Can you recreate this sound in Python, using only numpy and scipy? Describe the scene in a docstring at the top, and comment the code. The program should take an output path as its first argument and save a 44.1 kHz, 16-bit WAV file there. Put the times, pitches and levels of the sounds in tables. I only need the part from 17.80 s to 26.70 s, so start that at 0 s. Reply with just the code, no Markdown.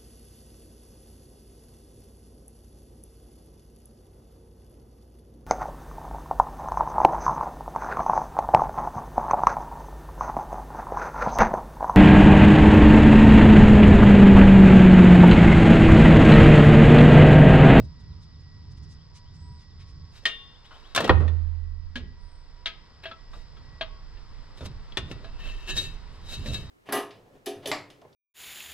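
"""In a yard, a hose with a brass coupler is handled over a trailer of steel horns, tools and an air tank.
Knocks make the metal ring, scrapes make the horns sing, and fingers brush the coupler.
The dropped hose end shakes the trailer and the microphone mount that rides on it.
Behind it are fading traffic, a breeze, insects, a far machine whine and two birds.
Two microphone openings, left and right, each hear the scene a little differently."""
import sys
import numpy as np
from scipy import signal
from scipy.fft import rfft, irfft
from scipy.io import wavfile
from scipy.ndimage import uniform_filter1d

SR = 44100
rng = np.random.default_rng(int(sys.argv[2]) if len(sys.argv) > 2 else 0)


def wav_out(sig):
    """Save sig, one row per channel (or a flat mono array), as 16-bit PCM at SR to the path in sys.argv[1]."""
    wavfile.write(sys.argv[1], SR, np.round(np.clip(np.atleast_2d(sig).T, -1, 1) * 32767).astype(np.int16))


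N = 392490
T = np.arange(N) / SR
HZ = np.arange(N // 2 + 1) * SR / N + 1e-3
EDGE_DB = -1.5  # extra dip in the edge band, just below the treble

# Noise bands of a knock (thud, body, mid, edge, treble, top): low_hz, high_hz, fade_time_factor
CRACK_BANDS = [(150, 600, 1.5), (600, 1500, 1.2), (1500, 4200, 1), (4200, 6000, .85), (6000, 9500, .7),
               (9500, 14500, .6)]
# The bright bite of a knock: low_hz, high_hz, fade_time_factor
BITE_BAND = (2700, 4000, .8)
# How alike left and right are for background noise and rumble: pitch_hz, likeness (0 to 1)
FAR_LIKENESS = [(100, 0.93), (300, 0.66), (3500, 0.78), (5000, 0.98), (10000, 0)]


def gain(db):
    """Turn decibels into a multiplier."""
    return 10 ** (np.asarray(db, float) / 20)


def fade(t, fade_s):
    """Die away by 60 dB in fade_s seconds."""
    return np.exp(-np.log(1000) * t / fade_s)


def over_hz(table):
    """Read a (pitch_hz, value) table at every frequency."""
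    hz, value = np.transpose(table)
    return np.interp(np.log(HZ), np.log(hz), value)


def over_time(table):
    """Read a (time_s, value) table at every sample."""
    return np.interp(T, *np.transpose(table))


def wander(rate_hz):
    """A smooth random wobble, roughly 1 in size."""
    hold = int(SR / rate_hz)
    steps = np.repeat(rng.standard_normal(N // hold + 1), hold)
    return 1.3 * uniform_filter1d(uniform_filter1d(steps, hold), hold)[:N]


def noise(colour, likeness):
    """Left and right noise; colour sets how strong each frequency is."""
    alike = np.clip(over_hz(likeness), 0, 1)
    shared, apart = rfft(rng.standard_normal((2, N))) * colour * np.sqrt([1 + alike, 1 - alike])
    pair = irfft([shared + apart, shared - apart], N)
    return pair / np.std(pair.mean(axis=0))


def noise_bands():
    """The noise that handling sounds are made of: six crack bands, the bite and a deep rubbing band."""
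    # How alike left and right are up close: pitch_hz, likeness (0 to 1)
    likeness = [(40, 0.7), (300, 1), (3500, 1), (6000, 0), (9000, 0.05), (14000, 0.2)]
    return [noise(1 / np.sqrt((1 + (low_hz / HZ) ** 6) * (1 + (HZ / high_hz) ** 18)), likeness)
            for low_hz, high_hz, _ in CRACK_BANDS + [BITE_BAND, (83.3, 660, 1)]]


def ring(tones, t, scatter_db):
    """Struck metal rings with several fading tones, in a slightly different mix at each blow."""
    hz, db, fade_s = np.transpose(tones)[:, :, None]
    strength, phase = rng.standard_normal((2, len(tones), 1))
    level = gain(db + scatter_db * strength) * fade(t, np.clip(fade_s, .02, 1.2))
    return np.sum(level * np.sin(2 * np.pi * hz * t + 10 * phase), axis=0)


def echo(sound, level_db, fade_s, dull_above_hz):
    """Many small echoes blur into a short tail, different on the left and right."""
    tail = rng.standard_normal((2, N)) * fade(T, fade_s) * (T > .006)
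    tail /= np.sqrt(np.sum(tail ** 2, axis=1, keepdims=True))
    return irfft(rfft(sound) * rfft(tail) / (1 + 1j * HZ / dull_above_hz), N) * gain(level_db)


def traffic():
    """Far traffic is a low, uneven roar that fades back."""
    # Tone of the roar: pitch_hz, level_db
    colour = [(21, -50), (35, -11.5), (71, 1.5), (89, 1), (108, -4.5), (135, -6), (155, -4), (178, -13.5),
              (254, -22.5), (362, -30.5), (414, -29.5), (447, -37.5), (500, -45), (650, -56), (1100, -120)]
    # Level of the roar: time_s, level_db
    levels = [(0, -33), (.12, -45), (.35, -46), (1.9, -45), (2.3, -49), (2.8, -57.5), (4.3, -57.5),
              (5.2, -56.5), (6.3, -54), (8.9, -52)]
    return gain(over_time(levels) + 2.8 * wander(9)) * noise(gain(over_hz(colour)), FAR_LIKENESS)


def breeze():
    """Moving air makes a soft rush that rises and falls."""
    # Tone of the rush: pitch_hz, level_db
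    colour = [(120, -37.5), (200, 1.5), (363, -3.5), (443, -0.5), (624, -6), (880, -3), (946, -0.5),
              (1750, -7), (1980, -7), (2420, -12), (5170, -10.5), (6190, -25.5), (8410, -29.5), (9050, -34),
              (15000, -49.5)]
    # Level of the rush: time_s, level_db
    levels = [(0, -65.5), (2.2, -65.5), (2.95, -59), (3.35, -55), (3.9, -66.5), (4.7, -61.5), (5.8, -60),
              (7.3, -55), (8.9, -54)]
    return gain(over_time(levels) + .55 * wander(7.2)) * noise(gain(over_hz(colour)), FAR_LIKENESS)


def insects():
    """Insects blend into one high hiss."""
    # Tone of the hiss: pitch_hz, level_db
    colour = [(2240, -31), (3800, -8), (4250, -10.5), (4810, 1.5), (5150, 2.5), (5460, -0.5), (5910, -25),
              (6500, -16), (8450, -42.5), (14300, -120)]
    # Level of the high hiss, which dips near 3.4 s and 7.9 s and slowly comes back: time_s, level_db
    levels = [(0, -63.5), (2.5, -62.5), (3.0, -66), (3.4, -79), (4.2, -67), (5.6, -64), (7.6, -67.5),
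              (7.9, -75), (8.2, -71), (8.9, -68)]
    return gain(over_time(levels)) * noise(gain(over_hz(colour)), FAR_LIKENESS)


def machine_whine():
    """Three thin tones from a far machine swell and waver on the air."""
    # The machine's tones: pitch_hz
    pitches = [969, 1938, 1104]
    # Swells, one list for each tone: peak_s, rise_db
    swell_lists = [
        [(.35, 9), (.85, 6), (1.4, 12), (1.7, 16.5), (4.5, 7), (4.82, 14), (7.6, 17)],
        [(.35, -1), (.73, 6), (.9, 3), (1.07, 4.5), (1.5, 1), (1.78, 4), (3.85, 1.5), (4.25, 8), (5.38, 8),
         (5.58, 4), (5.8, 3), (5.96, 8), (7.37, 12)],
        [(1.35, 8), (2.15, 11), (2.35, 8.5), (2.62, 20), (5.9, 12), (6.15, 18), (8.35, 17)],
    ]
    resting_db, swell_s = [-76, -72.5, -78], .11
    out = 0
    for hz, db, swells in zip(pitches, resting_db, swell_lists):
        swell_db = sum(rise_db * np.exp(-((T - peak_s) / swell_s) ** 2) for peak_s, rise_db in swells)
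        level = gain(db + swell_db + 2.9 * wander(11))
        pitch_hz = hz * (1 + .00108 * wander(30))
        out += level * np.sin(2 * np.pi * np.cumsum(pitch_hz) / SR)
    return out


def birds():
    """One bird chirps in husky slides, another whistles thinly, and both echo among the trees."""
    # Sliding chirps: start_s, length_s, from_hz, to_hz, level_db
    chirps = [(.19, .04, 4100, 3300, -66), (.3, .04, 4200, 3400, -64), (.41, .04, 4100, 3300, -64),
              (.52, .05, 4100, 3300, -66), (1.18, .06, 2900, 3800, -68), (1.45, .07, 2900, 3900, -66),
              (1.77, .05, 4100, 3300, -66), (1.89, .05, 4100, 3200, -66), (2.0, .05, 4100, 3200, -67),
              (2.742, .035, 2850, 3900, -56), (2.838, .04, 2750, 3900, -54), (2.935, .045, 2750, 4100, -54),
              (3.035, .047, 2750, 4100, -54)]
    # High whistles, one list of points for each: time_s, pitch_hz, level_db
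    whistles = [
        [(1.55, 7540, -81), (1.636, 8000, -74), (1.69, 8170, -74), (1.712, 8026, -92), (1.722, 8230, -77),
         (1.8, 7904, -85)],
        [(4.38, 8268, -102), (4.418, 8600, -78), (4.478, 8440, -77), (4.57, 8220, -73), (4.582, 8000, -102),
         (4.592, 8400, -79), (4.75, 8307, -100)],
    ]
    out, huskiness = np.zeros(N), 1 + .012 * wander(500)
    for start_s, length_s, from_hz, to_hz, db in chirps:
        progress = np.arange(int(length_s * SR)) / (length_s * SR)
        span = slice(int(start_s * SR), int(start_s * SR) + len(progress))
        pitch_hz = (from_hz + (to_hz - from_hz) * progress ** 1.2) * huskiness[span]
        level = gain(db) * np.sin(np.pi * progress) ** .6
        out[span] += level * np.sin(2 * np.pi * np.cumsum(pitch_hz) / SR)
    for whistle in whistles:
        time_s, hz, db = np.transpose(whistle)
        pitch_hz = np.interp(T, time_s, hz) * (1 + .005 * wander(150))
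        level = np.sqrt(2) * gain(np.interp(T, time_s, db, left=-200, right=-200))
        out += level * np.sin(2 * np.pi * np.cumsum(pitch_hz) / SR)
    return out + echo(out, level_db=-6, fade_s=.25, dull_above_hz=9000)


def mount_shake():
    """The microphone mount sways, and hums after the hose end drops; both are louder on the right."""
    # Strength of the sway: time_s, level_db
    sway_levels = [(0.0, -42), (0.3, -64), (0.42, -55), (2.75, -53), (3.25, -49), (3.3, -38), (3.52, -56.5),
                   (3.57, -33.5), (5.35, -54), (5.57, -36.5), (5.7, -48), (6.52, -37.5), (6.89, -49.5),
                   (6.96, -38.5), (7.26, -45.5), (7.71, -32), (8.01, -40), (8.9, -43)]
    drop_s, hum_hz, hum_db = 3.298, 80.8, -8
    sway_hz, sway_width_hz = 28.6, 12.4
    t = np.clip(T - drop_s, 0, None)
    hum = gain(hum_db) * (1 - np.exp(-t / .0028)) * fade(t, fade_s=1.81) * np.sin(2 * np.pi * hum_hz * t)
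    sway = noise(1 / (1 + ((HZ - sway_hz) / sway_width_hz) ** 2), likeness=[(20, .17), (40, .34)])
    sway *= gain(over_time(sway_levels))
    return hum * gain([[-20], [0]]) + sway * gain([[-7], [0]])


def trailer_rumble():
    """The trailer frame answers each jolt with a low, dying shudder."""
    # Jolts to the frame: start_s, level_db, fade_s
    jolts = [(3.294, -19.5, 0.67), (4.2, -33, 0.45), (6.809, -32.5, 0.62), (7.18, -33.5, 1),
             (7.92, -35, 0.99), (8.56, -29.5, .6), (8.67, -30, 1)]
    # Tone of the shudder: pitch_hz, level_db
    colour = [(30, -11.5), (70, -0.5), (150, -7.5), (250, -19.5), (420, -26.5), (650, -67.5), (1100, -110)]
    shake, rise_s = 0, .018
    for start_s, db, fade_s in jolts:
        t = np.clip(T - start_s, 0, None)
        shake += gain(db) * fade(t, fade_s) * (1 - np.exp(-t / rise_s))
    return shake * noise(gain(over_hz(colour)), FAR_LIKENESS)


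def finger_rustles(bands):
    """Fingers brush the coupler in short, soft, high swishes."""
    # Brushes: start_s, level_db, mid_boost_db, length_s
    brushes = [(0.038, -71, -10, 0.029), (0.197, -73, -2, 0.024), (0.412, -71, 4, 0.041),
               (0.602, -78, 0, 0.022), (0.908, -70, -8, 0.026), (0.966, -70.5, 15, 0.027),
               (1.025, -69, -14, 0.029), (1.094, -66, -1, 0.053), (1.348, -61, 11, 0.041),
               (1.537, -71, 6, 0.039), (1.6, -73, -7, 0.026), (1.79, -72.5, 18, 0.054),
               (1.991, -71.5, 23.5, 0.049), (2.07, -72, 17, 0.049)]
    mid, edge, treble = bands[2:5]
    out = 0
    for start_s, db, mid_db, length_s in brushes:
        swell = gain(db - 7.5) * np.exp(-((T - start_s - length_s / 2) / (length_s / 2)) ** 2)
        out += swell * (treble + gain(11) * edge + gain(mid_db - 5.5) * mid)
    return out


def singing_horns(push, tones):
    """Rubbing noise stirs the horns' own tones, which ring on after it."""
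    response = sum(gain(db) / (1 + 2j * (HZ - hz) / width_hz) for hz, width_hz, db in tones)
    response /= np.sqrt(np.mean(np.abs(response) ** 2))
    return irfft(rfft(push * rng.standard_normal(N)) * response, N)


def scrapes(bands):
    """Hose and hands stick and slip over the load, making grainy noise that sets the horns singing."""
    # Strokes: peak_s, level_db, rise_s, fall_s, thud_db, treble_db, low_horns_db, high_horns_db
    # Rise and fall each cover 20 dB; the last four columns are added to level_db.
    strokes = [(.02, -75.5, 0.09, 0.053, 27.5, -9, -3, -13),
               (2.36, -49.5, 0.059, 0.093, -25, -20.5, -16, -8),
               (2.435, -59.5, 0.013, 0.037, 3, -28, -1.5, -5.5),
               (2.856, -54, .03, 0.033, -21, -38, -15, -7), (2.954, -65, .07, 0.14, -12, -14, -1, 0.5),
               (3.06, -69, .1, 0.22, -14, -25.5, -6, 6),
               (3.175, -40.5, 0.015, 0.071, 11.5, -20.5, 4.5, -12),
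               (3.245, -37, 0.036, .08, 11.5, -31, -2.5, -10),
               (5.238, -36, 0.011, 0.037, -19, -60, -3.5, -31), (5.295, -59, .04, 0.026, -3, -46, 0, -18),
               (5.57, -59.5, 0.062, 0.1, 3, -16, -7.5, -2), (6.78, -62.5, .05, 0.12, 2, -12, -4, 2),
               (6.864, -38.5, 0.03, 0.014, -11, -16, -14.5, -7),
               (7.314, -51.5, 0.038, 0.035, 8.5, -19, -5.5, -9),
               (7.46, -61.5, 0.15, 0.035, 12.5, -33, -4, -5), (7.55, -60, .1, .1, -14, -40, -1, -16),
               (7.61, -49.5, 0.03, 0.25, -13, -30, -1, -8.5), (7.68, -48.5, 0.13, 0.056, -4, -47, -6, -5),
               (7.84, -53.5, 0.16, 0.12, -14, -18, 0, -7.5), (7.905, -38, .035, 0.04, -19.5, -29, 7, 5),
               (7.972, -41.5, 0.032, 0.097, -3.5, -13, 2.5, 13.5),
               (8.06, -59, 0.25, 0.15, -13, -36, 6.5, 0.5), (8.34, -67.5, 0.091, 0.092, 6, -7, -2, -2),
               (8.535, -38, 0.055, 0.043, -9.5, -13.5, -2, 6), (8.665, -49.5, .04, 0.21, 4, -15, -1.5, 3),
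               (8.755, -48, 0.16, 0.085, -7.5, -15, 2, 6)]
    # Lower tones of the horns: pitch_hz, width_hz, level_db
    low_horns = [(388, 20, -12), (1695, 14, -12), (1815, 16, -6), (2230, 16, -13), (2600, 14, -8),
                 (2670, 16, -2), (2830, 16, -6), (3060, 18, -4)]
    # Higher tones of the horns: pitch_hz, width_hz, level_db
    high_horns = [(3815, 18, 2), (3900, 30, -7), (4110, 20, -12), (4390, 25, -11), (4590, 30, -16),
                  (4945, 25, -14), (5265, 25, -14), (6040, 30, -13), (6780, 25, -17), (7130, 30, -19),
                  (7630, 30, -21), (8310, 30, -22), (9020, 35, -24), (10400, 60, -30), (11500, 60, -31)]
    _, body, mid, edge, treble, top, _, thud = bands
    grain = gain(2.95 * wander(45) + 2 * wander(400))
    pushes = np.zeros((6, N))
    for peak_s, db, rise_s, fall_s, thud_db, treble_db, low_db, high_db in strokes:
        stroke = gain(db - 20 * np.maximum((peak_s - T) / rise_s, (T - peak_s) / fall_s))
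        pushes += stroke * gain([0, thud_db, treble_db / 2 + EDGE_DB, treble_db, low_db, high_db])[:, None]
    force, thud_push, edge_push, treble_push, low_push, high_push = pushes
    friction = force * (gain(-13.5) * body + gain(-7.5) * mid)
    friction += edge_push * edge + treble_push * (treble + gain(-6.5) * top)
    horns = singing_horns(grain * low_push, low_horns) + singing_horns(grain * high_push, high_horns)
    return grain * friction + thud_push * thud + horns


def coupler_clinks():
    """The loose brass coupler rings freely when it is hit."""
    # Tones of the brass: pitch_hz, level_db, fade_s
    brass = [(1900, 2, .1), (2315, -10, .25), (2816, -4, .5), (2827, -4, .5), (3015, -8, .25),
             (3101, -4, .22), (3289, -6, .55), (3580, 0, .65), (3774, -8, .3), (3876, -13, .3),
             (5060, -10, .2), (5739, -12, .13), (6148, -18, .25), (7052, -19, .2), (8473, -24, .25)]
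    # Blows on the coupler: start_s, level_db
    blows = [(2.4545, -32.5), (3.161, -56), (7.172, -48)]
    out, t = np.zeros(N), T[:int(.6 * SR)]
    onset = (1 - np.exp(-t / .0003)) ** 2
    for start_s, db in blows:
        start = int(start_s * SR)
        out[start:start + len(t)] += gain(db) * onset * ring(brass, t, scatter_db=1)
    return out


def knocks(bands):
    """Each blow makes a crack whose treble dies first, a three-tone clack, and rings tank and trailer."""
    # Blows: start_s, level_db, thud_db, body_db, treble_db, fade_s, hollow_hz, low_clack_hz,
    # high_clack_hz, hollow_db, low_clack_db. The later dB columns are added to level_db.
    blows = [(2.454, -13.5, -21, -16.5, -24, .15, 1260, 1848, 3160, -27, -4),
             (2.9087, -50, -23, 8, -30, 0.36, 1065, 1460, 3030, -1, -4),
             (3.1486, -17.5, -13, -9, -10.5, 0.082, 1340, 2740, 3670, -16, -8),
             (3.1612, -12, -20, -7, -9.5, 0.057, 1070, 1560, 3490, -10, -7.5),
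             (3.1765, -15.5, -20, 3, -25.5, 0.1, 1390, 1730, 2696, -15.5, -1),
             (3.2035, -26.5, 5.5, 7, -7, 0.094, 638, 1843, 3350, 1, -0.5),
             (3.2425, -27, -2, 1.5, -12, 0.096, 650, 1930, 3290, -13.5, 0),
             (3.277, -32, -14, 13.5, -8, 0.055, 205, 1500, 3530, -11.5, -8.5),
             (3.2936, -12.5, 9.5, 12.5, -72, 0.072, 793, 1866, 2476, -7.5, 1),
             (3.4024, -45.5, 19.5, 13, -18, 0.25, 278, 1990, 2620, -11, -6),
             (3.479, -36, -5, -4.5, -23, 0.084, 203.7, 1850, 3430, -13.5, -1.5),
             (4.156, -25.5, -7.5, -12, -25, .15, 240, 1656, 3106, -9.5, -5.5),
             (4.8579, -14.5, -35, -26.5, -37.5, 0.093, 1284, 2330, 3770, -26.5, -21.5),
             (4.8657, -26.5, -25, -30, -39, 0.23, 1270, 1620, 3250, -20, -14),
             (5.255, -31.5, -11, -9, -61, 0.14, 655, 1637, 3290, -5, -1.5),
             (5.3131, -32.5, -15, -7, -58, 0.095, 1324, 1660, 3400, -3.5, -10),
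             (5.5336, -47.5, -17.5, 4.5, -37, 0.13, 1180, 1580, 3730, -7, -5),
             (5.767, -48, -5, -3, -26, 0.16, 1300, 1620, 3310, -12, -15),
             (6.0099, -18, -25, -8.5, -48, 0.11, 647.5, 1630, 3220, -10, -12.5),
             (6.3693, -48.5, -13, -21, -42, .12, 366, 1780, 2730, -11, -3.5),
             (6.774, -45, -12, -4, -19, 0.13, 202, 1940, 3570, -17, -15),
             (6.8077, -41, 9.5, 2, -20, 0.18, 261, 1650, 3630, -5, -17),
             (7.1213, -34.5, -14, -25, -37, .069, 203, 1950, 3300, -13, -28),
             (7.1713, -16.5, -11.5, -10, -18.5, 0.1, 388, 1834, 3456, -19, -13),
             (7.313, -30, -8, -1.5, -22, 0.057, 252, 2160, 2860, -8, -21),
             (7.4445, -43, -12, 0, -26, 0.13, 664, 1676, 4000, 4.5, -2),
             (7.89, -38, 4, -13, -16, 0.057, 397, 1815, 2650, -29, -19),
             (7.966, -36.5, 3.5, -13, -10, 0.12, 370, 1706, 3830, -8, -17),
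             (8.513, -44, -18, -12, -8, .06, 410, 2670, 3840, -26, -4),
             (8.659, -34, -5, -20, -23.5, 0.11, 220, 1830, 3980, 3, -10)]
    # Tones of the air tank: pitch_hz, level_db, fade_s
    tank = [(668, 0, .2), (1110, -10, .14), (1330, -5, .18), (1650, -7, .18), (1803, -12, .2),
            (2073, -5, .11), (2440, -14, .2), (2678, -14, .2), (2830, -12, .3), (3170, -11, .25),
            (3666, -16, .2)]
    # Tones of the trailer: pitch_hz, level_db, fade_s
    trailer = [(247.8, -6, 0.43), (345, -18.5, 1), (392, 1.5, 0.27), (436, -9, 0.83), (610, -26, 0.77),
               (1005, -18.5, 1), (960, -13, 0.26), (1105, -16.5, 0.35), (1200, -31.5, 0.57),
               (1200, -30.5, 0.7)]
    crack_db, bite_db, high_clack_db, tank_db, trailer_db = -9, -3, -6.5, -31, -38
    out = np.zeros((2, N))
    for start_s, db, thud_db, body_db, treble_db, fade_s, *clack_hz, hollow_db, low_clack_db in blows:
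        start = int(start_s * SR)
        span = slice(start, min(start + SR // 2, N))
        t = T[span] - T[start]
        level = gain(db) * (1 - np.exp(-t / .0003)) ** 2 * np.clip(20 - 40 * t, 0, 1)  # gone by 0.5 s
        mid_db, edge_db, top_db = .36 * low_clack_db, treble_db / 2 + EDGE_DB, 1.6 * treble_db
        band_levels = thud_db, body_db, mid_db, edge_db, treble_db, top_db, bite_db
        for band, band_db, (_, _, stretch) in zip(bands, band_levels, CRACK_BANDS + [BITE_BAND]):
            out[:, span] += level * gain(band_db + crack_db) * band[:, span] * fade(t, fade_s * stretch)
        clack_db = np.minimum([hollow_db, low_clack_db, high_clack_db], 1)
        clack = np.transpose([clack_hz, clack_db, fade_s * np.array([1.4, .7, .65])])
        for tones, part_db in ((tank, tank_db), (trailer, trailer_db), (clack, 0)):
            out[:, span] += level * gain(part_db) * ring(tones, t, scatter_db=1.5)
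    return out


def microphone_openings(sound):
    """The two openings colour the sound in opposite ways, and the left one hears it later."""
    # Balance between the openings: pitch_hz, left_minus_right_db
    balance = [(100, -2.5), (500, 0), (1800, 1.5), (3200, 5.5), (4000, 3.5), (5000, -1), (6300, -5.5),
               (8000, -16.5), (10000, -3.5), (13000, -4.5)]
    left_delay_s = 6e-5
    tilt = gain(over_hz(balance) / 2)
    left = tilt * np.exp(-2j * np.pi * HZ * left_delay_s)
    response = np.array([left, 1 / tilt]) * 2 / (tilt + 1 / tilt)
    return irfft(rfft(sound) * response, N)


def scene():
    """Close handling echoes off the house wall and trailer sides, over the yard's background."""
    bands = noise_bands()
    handling = knocks(bands) + scrapes(bands) + finger_rustles(bands) + coupler_clinks()
    yard_echo = echo(handling.mean(axis=0), level_db=-12, fade_s=.45, dull_above_hz=3000)
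    in_air = traffic() + breeze() + insects() + trailer_rumble() + birds() + machine_whine()
    return microphone_openings(in_air + handling + yard_echo) + mount_shake()


def record(dry):
    """The microphone's input rounds off the loudest peaks and cuts the highest treble."""
    ceiling, top_hz = 1.2, 15000
    rounded = ceiling * np.tanh(dry / ceiling)
    return signal.sosfilt(signal.ellip(8, .2, 70, top_hz, fs=SR, output="sos"), rounded)


dry = scene()
out = record(dry)
wav_out(out)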